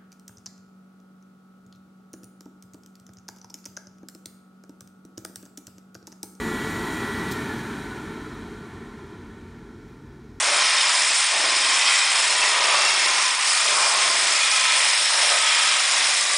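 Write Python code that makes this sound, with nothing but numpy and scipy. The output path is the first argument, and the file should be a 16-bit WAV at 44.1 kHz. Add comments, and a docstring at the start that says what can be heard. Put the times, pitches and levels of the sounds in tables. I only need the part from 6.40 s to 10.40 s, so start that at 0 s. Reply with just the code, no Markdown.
"""A steel wall-mounted hand dryer runs in a tiled washroom, heard from close by, over steady ventilation noise.
Air (coloured noise) rumbles and rushes through the housing and hisses over a hand, soon drawn away.
A relay clicks (short noise bursts) and cuts the power: the motor's whine and hum (sines) stop.
The fan coasts down: its air noise fades and its blade tone (a gliding sine) sinks towards the ventilation.
Late in the coasting, cloth brushes faintly as the arm is lowered."""
import sys
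import numpy as np
from scipy import signal
from scipy.fft import rfft, irfft
from scipy.io import wavfile
from scipy.ndimage import uniform_filter1d

SR = 44100
rng = np.random.default_rng(int(sys.argv[2]) if len(sys.argv) > 2 else 0)


def file_out(sig):
    """Save sig as 16-bit WAV at sys.argv[1]."""
    # one column per channel
    cols = np.atleast_2d(sig).T
    # limit, then scale
    lim = np.clip(cols, -1, 1)
    pcm = np.round(lim * 32767).astype(np.int16)
    wavfile.write(sys.argv[1], SR, pcm)


N = 176400  # samples: 4 s

POWER_OFF_S = 0.9123  # the relay opens


def undb(db):
    """Turn decibels into a plain gain."""
    return 10 ** (np.asarray(db) / 20)


def level(x, db):
    """Set the average (rms) level in dB."""
    return x * undb(db) / np.sqrt(np.mean(x ** 2))


def noise(points, peaks=()):
    """Noise of rms 1, coloured by (frequency, level) points and lifted or dipped at the given peaks."""
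    f = np.maximum(np.arange(N // 2 + 1) * SR / N, 1)
    hz, db = np.array(points, float).T
    shape = np.interp(np.log(f), np.log(hz), db)
    # beyond both ends of the table the level falls by 60 dB per decade
    shape -= 60 * np.maximum(np.log10(hz[0] / f), 0)
    shape -= 60 * np.maximum(np.log10(f / hz[-1]), 0)
    for centre, width, lift in peaks:
        shape += lift / (1 + (2 * (f - centre) / width) ** 2)
    white = rfft(rng.standard_normal(N))
    return level(irfft(white * undb(shape), N), 0)


def walk(rate):
    """A smooth random wander of rms 1, from `rate` random values a second."""
    k = int(SR / rate)
    steps = np.repeat(rng.standard_normal(N // k + 1), k)
    smooth = uniform_filter1d(uniform_filter1d(steps, k), k)
    return level(smooth[:N], 0)


def tone(hz, db):
    """A sine that follows a pitch curve, at an rms level."""
    turns = np.cumsum(hz) / SR + rng.random()
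    return np.sqrt(2) * undb(db) * np.sin(2 * np.pi * turns)


ECHO_T60_S = 0.69  # time for the echo to fall by 60 dB


def tiles(x, db):
    """Hard walls add a dense echo above the bass, which ripples the spectrum and smears gliding tones."""
    age = np.arange(N) / SR
    echo = noise([(700, 0), (3000, 0), (16000, -6)]) * undb(-60 * age / ECHO_T60_S)
    wet = signal.fftconvolve(x, echo / np.sqrt(np.sum(echo ** 2)))[:N]
    return x + undb(db) * wet


# Colour of the washroom's ventilation noise: (frequency [Hz], level [dB])
VENT_COLOUR = [(22, -42), (33, -12), (43, 5.5), (110, -4), (240, -6), (420, -21), (520, -20.5), (1400, -29),
               (2800, -38), (5500, -34.5), (9000, -46), (10500, -46.5), (15700, -51)]
# Its low drones: (frequency [Hz], width [Hz], lift [dB])
VENT_DRONES = [(90.9, 7.4, 9.4), (133.7, 8.5, 13.6), (245, 16, 9.6)]
VENT_DB = -47


def ventilation():
    """Steady duct noise that drones in a few low room modes."""
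    return undb(VENT_DB) * noise(VENT_COLOUR, VENT_DRONES)


# Five bands of air noise in the blower and duct, from low to high.
# Colour of each: (frequency [Hz], level [dB])
BOOM_COLOUR = [(25, -30), (34, -19), (43, -3), (58, 2), (100, 3.5), (140, -1), (200, 0), (300, -38)]
RUMBLE_COLOUR = [(60, -27), (100, -8), (150, -3.5), (215, -0.5), (270, -1), (340, 0.5), (410, -3),
                 (448, -3.5), (470, -15.5), (560, -35), (900, -28)]
RUSH_COLOUR = [(350, -24), (520, -6.5), (700, -5.5), (900, -4), (1100, -4.5), (1250, -6.5), (1400, 1),
               (1520, -4), (1620, -9.5), (1750, -0.5), (1900, -0.5), (2010, -9.5), (2350, -13), (2550, -17),
               (3200, -36)]
HISS_COLOUR = [(1500, -9.5), (2600, -2.5), (2900, -2), (3250, 5), (3600, 0), (4000, 0.5), (4800, -8),
               (5700, -6.5), (6900, -5.5), (7800, -10), (8500, -9), (9300, -8.5), (10300, -18),
               (12000, -30), (16000, -44)]
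SIZZLE_COLOUR = [(5000, -30), (9000, 9), (10400, -3), (11300, 4.5), (12500, 0), (14000, -2.5), (15700, -5)]
# Resonances of housing and room: (frequency [Hz], width [Hz], lift or, if negative, dip [dB])
AIR_RESONANCES = [(45.6, 6.7, 7), (69.6, 7, 6), (96, 7, 7), (133.5, 10, 5.5), (225, 30, 5),
                  (307.3, 10, 1.5), (402.7, 12.4, 6), (433, 10, 1.5), (657, 90, 2), (784, 36, 0.5),
                  (892, 65, 6.5), (1026, 52, 10), (1148, 38, 5.5), (1349, 44, 6.5), (1470, 23, -0.5),
                  (1500, 98, 7), (1690, 35, 4), (1760, 35, 3), (1850, 30, -0.5), (2090, 31, 6),
                  (2238, 105, 7), (2434, 53, 9), (3090, 60, 2.5), (3320, 71, -4.5), (3872, 40, 7.5),
                  (3980, 56, 2), (4480, 90, 5), (5610, 190, 3.5)]
# Dry level at full speed [dB]; amplitude follows fan speed ** power
BOOM_DB, BOOM_POWER = -43.5, 2
RUMBLE_DB, RUMBLE_POWER = -31.5, 1.98
RUSH_DB, RUSH_POWER = -35, 2.91
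HISS_DB, HISS_POWER = -43, 3.23
SIZZLE_DB, SIZZLE_POWER = -52.5, 4.6


def air(speed):
    """Turbulence in the resonant housing; from rumble up, higher bands die faster as the fan slows."""
    layers = [
        (BOOM_COLOUR, BOOM_DB, BOOM_POWER),
        (RUMBLE_COLOUR, RUMBLE_DB, RUMBLE_POWER),
        (RUSH_COLOUR, RUSH_DB, RUSH_POWER),
        (HISS_COLOUR, HISS_DB, HISS_POWER),
        (SIZZLE_COLOUR, SIZZLE_DB, SIZZLE_POWER),
    ]
    return sum(noise(colour, AIR_RESONANCES) * undb(db) * speed ** power for colour, db, power in layers)


# Colour of the air splashing off the hand: (frequency [Hz], level [dB])
SPLASH_COLOUR = [(3000, -22), (6300, -12), (7050, 3.5), (7600, -10), (9000, -4.5), (10200, -14),
                 (14000, -13), (16000, -22)]
SPLASH_DB, SPLASH_WAVER_DB = -50.5, 1.5  # dry level and its random waver
HAND_LEAVES_S, HAND_MOVE_S = 0.62, 0.094  # middle and length of the fade


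def hand_splash(t):
    """Air hisses off the hand in unsteady noise that fades out as the hand is drawn away."""
    hand = np.clip(0.5 + (HAND_LEAVES_S - t) / HAND_MOVE_S, 0, 1)
    return hand * noise(SPLASH_COLOUR) * undb(SPLASH_DB + SPLASH_WAVER_DB * walk(39))


SHAFT_HZ, SPEED_WOBBLE = 57.2, 0.00039  # turns per second at full speed, wobble as a fraction
SLOTS, BLADES = 34, 33  # whine and blade cycles per turn
WHINE_DB, WHINE_WAVER_DB, WHINE_STOP_S = -39, 1, 0.013  # the last: time to fall to 37 %
# Before the housing's colour, the dip under power and the echo
BLADE_DB, BLADE_WAVER_DB = -44.5, 2.0
# Motor hum under power: (multiple of the shaft rate [-], level [dB])
HUM_TONES = [(3, -48), (6, -48.5), (20, -50), (30, -47.5)]
# How the housing passes the sinking blade tone: (frequency [Hz], level [dB])
BLADE_COLOUR = [(700, -36), (830, -29), (900, -17), (970, -20), (1060, -15), (1230, -18), (1340, -9),
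                (1400, -9), (1470, -4), (1580, -11), (1660, -1), (1790, 2), (1890, -2)]


def motor(coast, speed):
    """Slot whine and hum last while the power is on; the blade tone stands out and echoes as the fan coasts."""
    shaft = SHAFT_HZ * speed * (1 + SPEED_WOBBLE * walk(11.9))
    powered = np.exp(-coast / WHINE_STOP_S)
    whine = tone(SLOTS * shaft, WHINE_DB + WHINE_WAVER_DB * walk(11.2))
    hum = sum(tone(multiple * shaft, db + 2 * walk(7.7)) for multiple, db in HUM_TONES)
    blade_hz = BLADES * shaft
    housing_db = np.interp(blade_hz, *np.array(BLADE_COLOUR).T)
    blades = tone(blade_hz, BLADE_DB + housing_db + BLADE_WAVER_DB * walk(16))
    blades = blades * undb(-12 * powered)  # 12 dB weaker under power
    return powered * (whine + hum) + tiles(blades, -5)  # echo level in dB


# Relay armature, blow and bounces: (time after opening [s], level before the ring's shape [dB])
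RELAY_BLOWS = [(0.0005, -34.5), (0.0065, -34.5), (0.0095, -39), (0.0145, -43), (0.022, -45)]
# Colour of the click: (frequency [Hz], level [dB])
RELAY_COLOUR = [(1500, -16), (3200, 0), (5500, 2.5), (7500, 3), (9500, -7), (11000, -3), (12100, 3),
                (13200, -7), (14400, -1), (16000, -9)]
RELAY_DECAY_S, RELAY_TAIL_S, RELAY_TAIL_DB = 0.0045, 0.03, -15.5  # short ring, longer weak tail


def relay(t):
    """The armature snaps back and bounces; the steel case rings briefly, as fading bursts of noise."""
    out = np.zeros(N)
    for delay, db in RELAY_BLOWS:
        age = t - POWER_OFF_S - delay
        since = np.maximum(age, 0)
        ring = np.exp(-since / RELAY_DECAY_S)
        ring += undb(RELAY_TAIL_DB) * np.exp(-since / RELAY_TAIL_S)
        out += (age > 0) * ring * undb(db) * noise(RELAY_COLOUR)
    return out


# Colour of the brushing sleeve: (frequency [Hz], level [dB])
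CLOTH_COLOUR = [(3000, 0), (6000, 0), (10000, -6), (15500, -8)]
CLOTH_DB, CLOTH_S, CLOTH_WIDTH_S = -73, 3.5, 0.06  # level at the loudest moment, its time, swell width


def rustle(t):
    """A faint brush of cloth as the arm is lowered: noise that swells and fades."""
    swell = np.exp(-((t - CLOTH_S) / CLOTH_WIDTH_S) ** 2)
    return noise(CLOTH_COLOUR) * undb(CLOTH_DB) * swell


DRAG_PER_S, FRICTION_PER_S2 = 0.45, 0.03  # how strongly the coasting fan is slowed


def scene():
    """Dryer and room, the same in both ears; after power-off the fan slows by drag and friction."""
    t = np.arange(N) / SR
    coast = np.maximum(t - POWER_OFF_S, 0)  # seconds without power
    speed = 1 / (1 + DRAG_PER_S * coast + FRICTION_PER_S2 * coast ** 2)  # 1 = full speed
    airflow = tiles(air(speed) + hand_splash(t), -7.5)  # echo level in dB
    mono = ventilation() + airflow + motor(coast, speed) + relay(t) + rustle(t)
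    return np.array([mono, mono])


def record(dry):
    """Cut the top steeply, above 15720 Hz."""
    top_cut = signal.ellip(12, 0.1, 80, 15720, fs=SR, output="sos")
    return signal.sosfilt(top_cut, dry)


dry = scene()
out = record(dry)
file_out(out)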